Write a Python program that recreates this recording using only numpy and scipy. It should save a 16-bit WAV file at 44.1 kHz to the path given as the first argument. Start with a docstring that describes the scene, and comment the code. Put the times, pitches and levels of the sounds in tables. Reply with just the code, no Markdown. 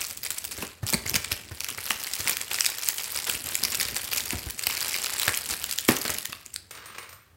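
"""Hands squeeze and turn an inflated foil balloon close by in a small room: creases buckle with dry snaps
(short coloured noise bursts) over a finer crackle, while skin and film murmur and rustle (modulated noise).
From 0.6 s fingers bump the hollow body (gliding sine thumps and noise puffs); at 5.9 s a panel pops through.
At 6.7 s the hands let go; steel scissors tap the table top and ring (noise puffs, ringing modes) while they
scrape along it (noise), then come to rest. Sparse decaying echoes and a steady faint hush lie under it all."""
import sys
import numpy as np
from scipy import signal
from scipy.fft import rfft, irfft
from scipy.io import wavfile
from scipy.ndimage import uniform_filter1d

SR = 44100
rng = np.random.default_rng(int(sys.argv[2]) if len(sys.argv) > 2 else 0)


def store_wav(level_fs):
    """Save 16-bit WAV to argv[1]."""
    pcm = np.round(np.clip(np.atleast_2d(level_fs), -1, 1) * 32767)
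    wavfile.write(sys.argv[1], SR, pcm.T.astype(np.int16))


N = 324576
TIME = np.arange(N) / SR
LET_GO_S = 6.7

# hands at work: (time [s], pressure on the film [dB], brightness of tight wrinkles [dB],
# drag on the taut skin [dB])
HANDS = [(0, -34, 6, -58), (.16, -49, 4, -59.5), (.5, -48, 4, -57), (.62, -39, 0.5, -50),
         (.79, -62, -12, -66), (.88, -49.5, -0.5, -53.5), (1.33, -43, -2.5, -48.5), (1.48, -52.5, -3, -56),
         (1.63, -43.5, -0.5, -61), (2.23, -37, 2.5, -59.5), (2.48, -45, 0, -58), (2.86, -36.5, 3, -70),
         (3.4, -38.5, 5.5, -51.5), (3.85, -35, 3.5, -50), (4.02, -42.5, 1, -55), (4.3, -36.5, 4, -50),
         (4.55, -45.5, 5, -59), (4.72, -31.5, 0, -59), (5.3, -35.5, -0.5, -60), (5.46, -39, 2.5, -50),
         (5.83, -41, 6, -62.5), (6.1, -35.5, 2.5, -51), (6.38, -53, -4.5, -64), (6.7, -68.5, 3, -69)]
# colour of the fine crackle: (frequency [Hz], relative gain [dB])
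FINE_COLOUR = [(100, -9.5), (300, -6), (700, -6), (1300, -4.5), (2400, 0), (3600, -3.5), (4800, 2),
               (6300, -2), (8000, 2.5), (10000, -0.5), (12000, 2), (13700, -2.5), (15300, -1.5)]
# colour of the flapping film: (frequency [Hz], relative gain [dB])
FLAP_COLOUR = [(50, -21.5), (160, -3.5), (250, -2), (330, -3), (500, 0), (720, -4), (1100, -6), (1700, -3),
               (3000, -15), (8000, -18)]
# colour of the taut skin: (frequency [Hz], relative gain [dB])
SKIN_COLOUR = [(28, -35), (60, 8), (150, -1.5), (260, -1), (480, -7.5), (800, -11.5), (4000, -39)]


def amp(db):
    """Decibels to gain."""
    return 10 ** (np.asarray(db) / 20)


def evened(x):
    """Scales to an rms of one."""
    return x / np.sqrt(np.mean(x ** 2) + 1e-20)


def read(points, hz):
    """Interpolates a table on a logarithmic frequency axis."""
    table_hz, value = np.transpose(points)
    return np.interp(np.log(hz + 1), np.log(table_hz + 1), value)


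def follow(rows, t):
    """Interpolates every column of a curve at the times t."""
    s, *columns = np.transpose(rows)
    return [np.interp(t, s, column) for column in columns]


def add(mix, s, sound):
    """Mixes a sound in at a time in seconds."""
    part = mix[max(round(s * SR), 0):][:len(sound)]
    part += sound[:len(part)]


def colour(x, db):
    """Causal (minimum-phase) filter with the given gain in each frequency bin."""
    cepstrum = irfft(np.log(amp(db)))
    half = cepstrum.shape[-1] // 2
    # fold the cepstrum onto positive time
    cepstrum[..., 1:half] *= 2
    cepstrum[..., half + 1:] = 0
    return irfft(rfft(x) * np.exp(rfft(cepstrum)))


def noise(points):
    """Steady noise of a given colour, at an rms of one."""
    gain = amp(read(points, np.fft.rfftfreq(N, 1 / SR)))
    return evened(irfft(rfft(rng.standard_normal(N)) * gain, N))


def burst(points, decay_s, size=8192):
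    """A dying puff of coloured noise that starts at an rms of about one."""
    t = np.arange(size) / SR
    puff = rng.standard_normal(size) * np.exp(-t / decay_s)
    x = colour(puff, read(points, np.fft.rfftfreq(size, 1 / SR)))
    return x / np.linalg.norm(x) * np.sqrt(decay_s * SR / 2)


def ring(drive, modes):
    """Dying modes rung by a drive signal; the response has unit energy."""
    t = np.arange(SR // 2) / SR
    response = sum(amp(db - 60 * t / t60) * np.sin(2 * np.pi * hz * t) for hz, db, t60 in modes)
    return signal.oaconvolve(drive, response / np.linalg.norm(response))[:N]


def snaps():
    """The large and middling creases, and the crack of the popping panel: small, hard-driven facets flip
    fastest."""
    # loudest creases buckling, and the crack of the panel popping through at 5.89 s: (time [s], level over 1 ms
    # [dB], facet pitch [Hz])
    loud_snaps = [(0.0136, -20.5, 7100), (0.1098, -27, 6640), (.174, -21.5, 6270), (.2327, -24, 6800),
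                  (0.3048, -17, 5140), (0.3859, -21, 8500), (0.451, -18, 6700), (.5192, -24.5, 7500),
                  (0.6251, -22, 970), (0.867, -19.5, 5970), (0.888, -21, 5960), (0.901, -19, 8500),
                  (0.9357, -12, 5360), (0.9415, -10, 4600), (1.0633, -21, 3120), (1.0958, -15, 6450),
                  (1.1424, -14, 3120), (1.1611, -11.5, 4200), (1.2459, -19, 2900), (1.319, -14, 3700),
                  (1.6055, -18, 4700), (1.6448, -18.5, 5400), (1.6866, -21, 3530), (1.7835, -24, 1100),
                  (1.9067, -11.5, 1400), (2.0373, -21, 8600), (2.1362, -17.5, 5070),
                  (2.2746, -13.5, 3500), (2.3099, -18, 10200), (2.3692, -16.5, 4850),
                  (2.5431, -16.5, 3300), (2.5863, -18, 2610), (2.6076, -8, 4500), (2.647, -16, 4900),
                  (2.663, -9, 4500), (2.8343, -20, 6360), (2.8873, -7, 7350), (2.983, -20, 3620),
                  (3.1209, -20, 11600), (3.2972, -13.5, 2780), (3.5539, -12.5, 5970), (3.6364, -11, 6600),
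                  (3.651, -13.5, 4600), (3.7528, -14.5, 7100), (3.7993, -15, 4400), (3.9652, -19, 6300),
                  (4.1614, -24, 4800), (4.2052, -19, 4150), (4.3064, -17, 4750), (4.5074, -18.5, 10200),
                  (4.593, -18.5, 3800), (4.6378, -20, 4300), (4.669, -9, 4400), (4.8273, -18, 4070),
                  (4.9508, -19, 2520), (5.0439, -17, 2430), (5.1975, -14, 5000), (5.2801, -11, 2400),
                  (5.2921, -15.5, 2600), (5.3747, -14, 8500), (5.6413, -15, 4400), (5.7117, -17, 5600),
                  (5.7263, -16.5, 8050), (5.7863, -13, 5600), (5.8873, -9, 1850), (5.9666, -17, 6760),
                  (6.015, -20.5, 5900), (6.0527, -20.5, 4000), (6.185, -17.5, 5230), (6.2554, -18, 6860),
                  (6.3292, -22.5, 1570), (6.4622, -28, 6500), (6.5412, -22, 6800), (6.5614, -19.5, 5800)]
    # film colour: (frequency [Hz], relative gain [dB])
    film_colour = [(100, -11), (300, -9), (600, -2), (1000, 0.5), (1600, -0.5), (2400, 2.5), (3600, -4.5),
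                   (4600, 0), (6300, -4), (8000, -1.5), (10000, -3), (12000, -2), (13700, -4.5),
                   (15300, 2.5)]
    ref_ms, ref_hz, ref_db = 0.51, 5000, -17  # length of a snap of this pitch and level
    pitch_slope, halving_db, scatter_octaves = 0.7, 17, 1  # halving_db more level halves the length

    s, db, hz = np.vstack([strays(), loud_snaps]).T
    haste_octaves = (ref_db - np.maximum(db, ref_db)) / halving_db
    octaves = haste_octaves + scatter_octaves * (rng.random(len(s)) - .5)
    length_ms = ref_ms * (ref_hz / hz) ** pitch_slope * 2 ** octaves
    rows = np.transpose([s, db, hz, length_ms])
    return buckles(rows, film_colour, focus_db=9.5, flutter_db=-9.5, flutter_ms=2.4)


def strays(count=100):
    """Middling creases flip at random, louder as the film is worked harder: rows (s, dB, Hz)."""
    base_db, spread_db = 10, 6.5  # above the effort
    slot, size, facet = rng.random((count, 3)).T
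    s = (np.arange(count) + slot) / count * LET_GO_S
    effort_db = 20 * np.log10(np.interp(s, TIME, effort()) + 1e-9)
    db = effort_db + base_db + spread_db * size
    octaves = 0.062 * follow(HANDS, s)[1] + 1.52 * (facet - .5)
    return np.transpose([s, db, 5000 * 2 ** octaves])


def buckles(rows, film, focus_db, flutter_db, flutter_ms, size=384):
    """Each crease flips with a brief burst, brighter for a small facet, and the film around it flutters on."""
    s, db, centre_hz, length_ms = np.transpose(rows)[:, :, None]
    ms, hz = np.arange(size) / SR * 1000, np.fft.rfftfreq(size, 1 / SR)
    flip = np.exp(-(ms / (2.2 * length_ms)) ** 2)
    flutter = amp(flutter_db) * np.exp(-ms / flutter_ms)
    octaves = np.log2(np.maximum(hz, 600) / centre_hz)
    # every facet has its own resonances
    spacing, offset = rng.random((len(s), 2)).T[:, :, None]
    own_db = 5.06 * np.cos(2 * np.pi * (octaves * (0.38 + 0.67 * spacing) + offset))
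    gain_db = read(film, hz) + own_db - focus_db * np.sqrt(1 + octaves ** 2)
    x = colour(rng.standard_normal((len(s), size)) * (flip + flutter), gain_db)
    # energy of each burst set as an rms over 1 ms
    x *= amp(db) * np.sqrt(SR / 1000) / np.linalg.norm(x, axis=1, keepdims=True)
    out = np.zeros(N)
    for at, click in zip(s[:, 0], x):
        add(out, at, click)
    return out


def crackle(creases, count=2000):
    """Some 300 small wrinkles a second, of very uneven size, swelling around each larger crease."""
    slot, size, facet, length = rng.random((count, 4)).T
    s = (np.arange(count) + 3 * slot) / count * LET_GO_S
    size_db = 5.3 * np.minimum(-np.log(1 - size), 2.5)
    facet_hz = 4500 * 2 ** (.15 * follow(HANDS, s)[1] + 2.84 * (facet - .5))
    rows = np.transpose([s, size_db, facet_hz, 0.25 + 0.64 * length])
    x = buckles(rows, FINE_COLOUR, focus_db=5.5, flutter_db=-8.0, flutter_ms=2.9)
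    # wrinkles share the strain of each moment
    strain = np.sqrt(abs(uniform_filter1d(x ** 2, size=1700)) + .01)
    released = np.sqrt(abs(uniform_filter1d(creases ** 2, size=800)))
    work = effort()
    return x / strain * np.sqrt(work ** 2 + 0.64 * work * released)


def effort():
    """How hard the film is worked: hand pressure, plus a quick swell for each fold that gives way."""
    # folds giving way: (time [s], length with attack [s], swell level [dB])
    folds = [(.01, 0.027, -46), (0.087, .025, -40), (.229, 0.028, -35), (.302, .02, -40),
             (0.361, 0.023, -41.5), (0.44, 0.0096, -42), (0.51, .012, -38), (0.865, 0.086, -38),
             (1.072, 0.036, -42), (1.142, 0.016, -30.5), (1.305, 0.017, -36.5), (1.677, 0.012, -40),
             (1.854, 0.068, -38.5), (2.1, 0.0076, -62), (2.184, 0.018, -34.5), (2.276, 0.024, -26.5),
             (2.406, 0.0076, -38), (2.503, 0.058, -35.5), (2.618, 0.072, -38), (2.829, 0.03, -41),
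             (3.151, 0.017, -31.5), (3.266, 0.068, -36.5), (3.455, 0.061, -45), (3.711, .025, -35.5),
             (3.805, 0.023, -33.5), (3.958, 0.012, -31.5), (4.032, 0.014, -35.5), (4.113, 0.068, -34.5),
             (5.213, 0.058, -37), (5.328, 0.021, -39), (5.489, .025, -29.5), (5.877, 0.043, -34.5),
             (6.087, 0.012, -29.5)]
    attack_s, release_s = 0.0033, 0.013
    out = amp(follow(HANDS, TIME)[0]) * (TIME < LET_GO_S)
    t = np.arange(SR // 4) / SR
    for s, length_s, db in folds:
        release = np.exp(-np.maximum(t - length_s, 0) / release_s)
        add(out, s, amp(db) * np.minimum(t / attack_s, 1) * release)
    return out


def bumps():
    """A finger pushes the skin in and the loose film flaps."""
    # finger bumps: (time [s], thump level [dB], settled skin pitch [Hz], film flap level [dB])
    finger_bumps = [(0.581, -38, 64.3, -36), (.630, -36.5, 211, -31.5), (0.83, -24, 100, -36),
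                    (.930, -30, 220, -24.5), (.942, -18.5, 185, -40), (1.056, -32.5, 89, -36),
                    (1.142, -26, 220, -35.5), (1.160, -29, 99, -32), (1.317, -30.5, 76, -42),
                    (1.512, -32.5, 86, -38), (1.779, -42.5, 95, -37), (1.906, -46, 224, -36),
                    (2.196, -36, 75, -36.5), (2.252, -43, 67, -34.5), (3.283, -45, 220, -32),
                    (3.345, -42, 74, -57), (3.46, -42, 84, -50), (3.628, -36, 220, -38),
                    (4.331, -25, 240, -32), (4.343, -28.5, 67, -41), (4.464, -27.5, 62.6, -41),
                    (4.667, -40.5, 69.6, -37), (5.277, -32, 85, -23.5), (5.503, -40, 64, -42),
                    (6.050, -35, 220, -27.5), (6.094, -35, 80, -26.5)]
    out = np.zeros(N)
    for s, db, hz, flap_db in finger_bumps:
        add(out, s, amp(db) * thump(hz, cycles=0.69, rise=0.85, glide=0.27))
        add(out, s, amp(db - 12.5) * burst(SKIN_COLOUR, decay_s=0.02))
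        add(out, s, amp(flap_db) * burst(FLAP_COLOUR, decay_s=0.013))
    return out


def pop():
    """A taut panel turns over at once with a crack and the whole balloon booms."""
    # panel popping through: (time [s], thump level [dB], final pitch [Hz], film flap level [dB])
    panel = (5.8888, -7, 202, -18)
    s, db, hz, flap_db = panel
    out = np.zeros(N)
    add(out, s, amp(db) * thump(hz, cycles=0.82, rise=0.14, glide=0.79))
    add(out, s + 0.0038, amp(db - 17.0) * thump(hz / 2, cycles=0.93, rise=0.27, glide=0.3))
    crack = burst(FLAP_COLOUR, decay_s=.011) + burst(FINE_COLOUR, decay_s=0.005)
    add(out, s - .002, amp(flap_db) * crack)
    add(out, s, amp(flap_db - 5) * burst(FLAP_COLOUR, decay_s=0.042))
    return out


def thump(hz, cycles, rise, glide):
    """The skin swings a cycle or two: short waves arrive first, so the pitch drops as it settles."""
    age = np.arange(SR // 8) / SR * hz  # in cycles, as are rise and glide
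    turns = age + glide * (1 - np.exp(-age / 0.49))
    x = np.sin(2 * np.pi * turns) * (1 - np.exp(-age / rise)) * np.exp(-age / cycles)
    return x / abs(x).max()


def rub():
    """The taut skin murmurs under the fingers and the film rustles unevenly between the creases."""
    # rustle colour: (frequency [Hz], relative gain [dB])
    rustle_colour = [(150, -16), (450, -2), (900, -1.5), (2300, 2), (3600, 0), (4800, -5), (16000, -14.5)]
    grip = evened(uniform_filter1d(rng.standard_normal(N), size=900))
    slips = evened(uniform_filter1d(rng.standard_normal(N), size=200))
    murmur = noise(SKIN_COLOUR) * amp(follow(HANDS, TIME)[2] + 4.5 * grip)
    rustle = noise(rustle_colour) * effort() * amp(-9 + 4.9 * slips)
    return murmur + rustle


def cavity(drive):
    """Air enclosed in the balloon resonates with the body and film sounds."""
    # air modes: (frequency [Hz], relative level [dB], t60 [s])
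    air_modes = [(253.3, -3, 0.3), (399, 2, 0.43), (441, -2.5, 0.41), (471, 0.5, 0.22), (509, -2, 0.36),
                 (604, -1, .3), (740, -11, .3), (874, -7, .3)]
    return amp(-30) * ring(drive, air_modes)


def scissors():
    """Steel scissors tap the table top and ring while they scrape along it, then come to rest."""
    # touches on the table: (time [s], tap level before an 11 dB cut [dB], blade contact level [dB])
    touches = [(6.709, -31, -34.5), (6.751, -32, -39), (6.774, -27, -57), (6.858, -33, -37.5),
               (6.901, -32, -55), (6.948, -28, -61), (6.983, -20, -35), (7.029, -30, -50),
               (7.092, -36.5, -39.5), (7.128, -32, -42)]
    # steel blade modes: (frequency [Hz], relative level [dB], t60 [s])
    steel_modes = [(2196, -1, .6), (4086, -16, .35), (5900, -19, 0.58), (8339, -11, .42), (9060, 2, 0.23),
                   (11900, -11, 0.44), (12543, -9, .5), (14225, 1, 0.31), (15520, -7, .3)]
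    # table top colour: (frequency [Hz], relative gain [dB])
    table_colour = [(100, -22), (460, -7), (800, -13), (1200, 0), (1700, -4), (2300, -5), (3500, -9.5),
                    (4200, -10), (6500, -17.5), (8500, -17), (10500, -27), (15500, -22)]
    # blade contact colour: (frequency [Hz], relative gain [dB])
    blade_colour = [(100, -26), (600, 4), (1200, -3), (2400, -2.5), (3600, -8), (4400, 5.5), (6300, 2),
                    (8000, 3), (9300, 4), (10500, -3), (13400, 1), (14300, -1), (15300, 0)]
    start_s, fade_start_s, attack_s = 6.7, 7.044, .012
    slide_db, fade_db_per_s = -51, 74

    slips = evened(uniform_filter1d(rng.standard_normal(N), size=200))
    attack = np.clip((TIME - start_s) / attack_s, 0, 1)
    slide = attack * amp(slide_db - fade_db_per_s * np.maximum(TIME - fade_start_s, 0))
    out = noise(table_colour) * slide * amp(3.4 * slips)
    contact = np.zeros(N)
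    for s, db, contact_db in touches:
        add(out, s, amp(db - 11) * burst(table_colour, decay_s=0.0079))
        add(contact, s, amp(contact_db) * burst(blade_colour, decay_s=0.0049))
    return out + contact + amp(-2.5) * ring(contact, steel_modes)


def room(x, count=4):
    """Sound hops at random between a few spots, each with its own echoes."""
    spot = rng.integers(0, count, N // 512 + 1)[np.arange(N) // 512]
    shares = [np.sqrt(abs(uniform_filter1d((spot == k) * 1., size=128))) for k in range(count)]
    return sum(signal.oaconvolve(x * share, reflections())[:N] for share in shares)


def reflections(size=256):
    """Sparse echoes of random sign, each band dying at its own speed."""
    # room decay: (frequency [Hz], t60 [s])
    decay_table = [(150, 0.23), (500, 0.45), (1500, 0.54), (4000, 0.4), (9000, 0.29), (16000, 0.3)]
    n = SR // 2
    # 12 % of the taps sound, after a 7 ms gap
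    taps = rng.standard_normal(n) * (rng.random(n) < .12) * (np.arange(n) > .007 * SR)
    hz, t, z = signal.stft(taps, SR, nperseg=size)
    decay = amp(-60 * t / read(decay_table, hz)[:, None])
    tail = signal.istft(z * decay, SR, nperseg=size)[1]
    return tail / np.linalg.norm(tail)


def hush():
    """Steady, mostly low background noise."""
    # background colour: (frequency [Hz], relative gain [dB])
    hush_colour = [(25, -29), (50, -10), (90, 4), (140, -7.5), (300, -23), (700, -20), (2000, -31),
                   (16000, -32)]
    return amp(-60.0) * noise(hush_colour)


def scene():
    """The balloon is close; the scissors lie further off, with more echo."""
    creases = snaps()
    film = creases + crackle(creases)
    body = bumps() + pop() + rub()
    steel = scissors()
    body = body + cavity(body + 0.66 * film)
    echo = room(amp(-11.5) * film + amp(-10.5) * body + amp(-5.0) * steel)
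    return (film + body + steel + echo + hush())[None]


def record(dry):
    """The deepest bass is cut away; then full-scale limit and band limit."""
    bass_hz, edge_hz = 40, 16000
    thin = signal.sosfilt(signal.butter(2, bass_hz, "highpass", fs=SR, output="sos"), dry)
    lowpass = signal.firwin(401, edge_hz, window=("kaiser", 8), fs=SR)
    return signal.oaconvolve(np.clip(thin, -1, 1), lowpass[None], "same")


dry = scene()
out = record(dry)
store_wav(out)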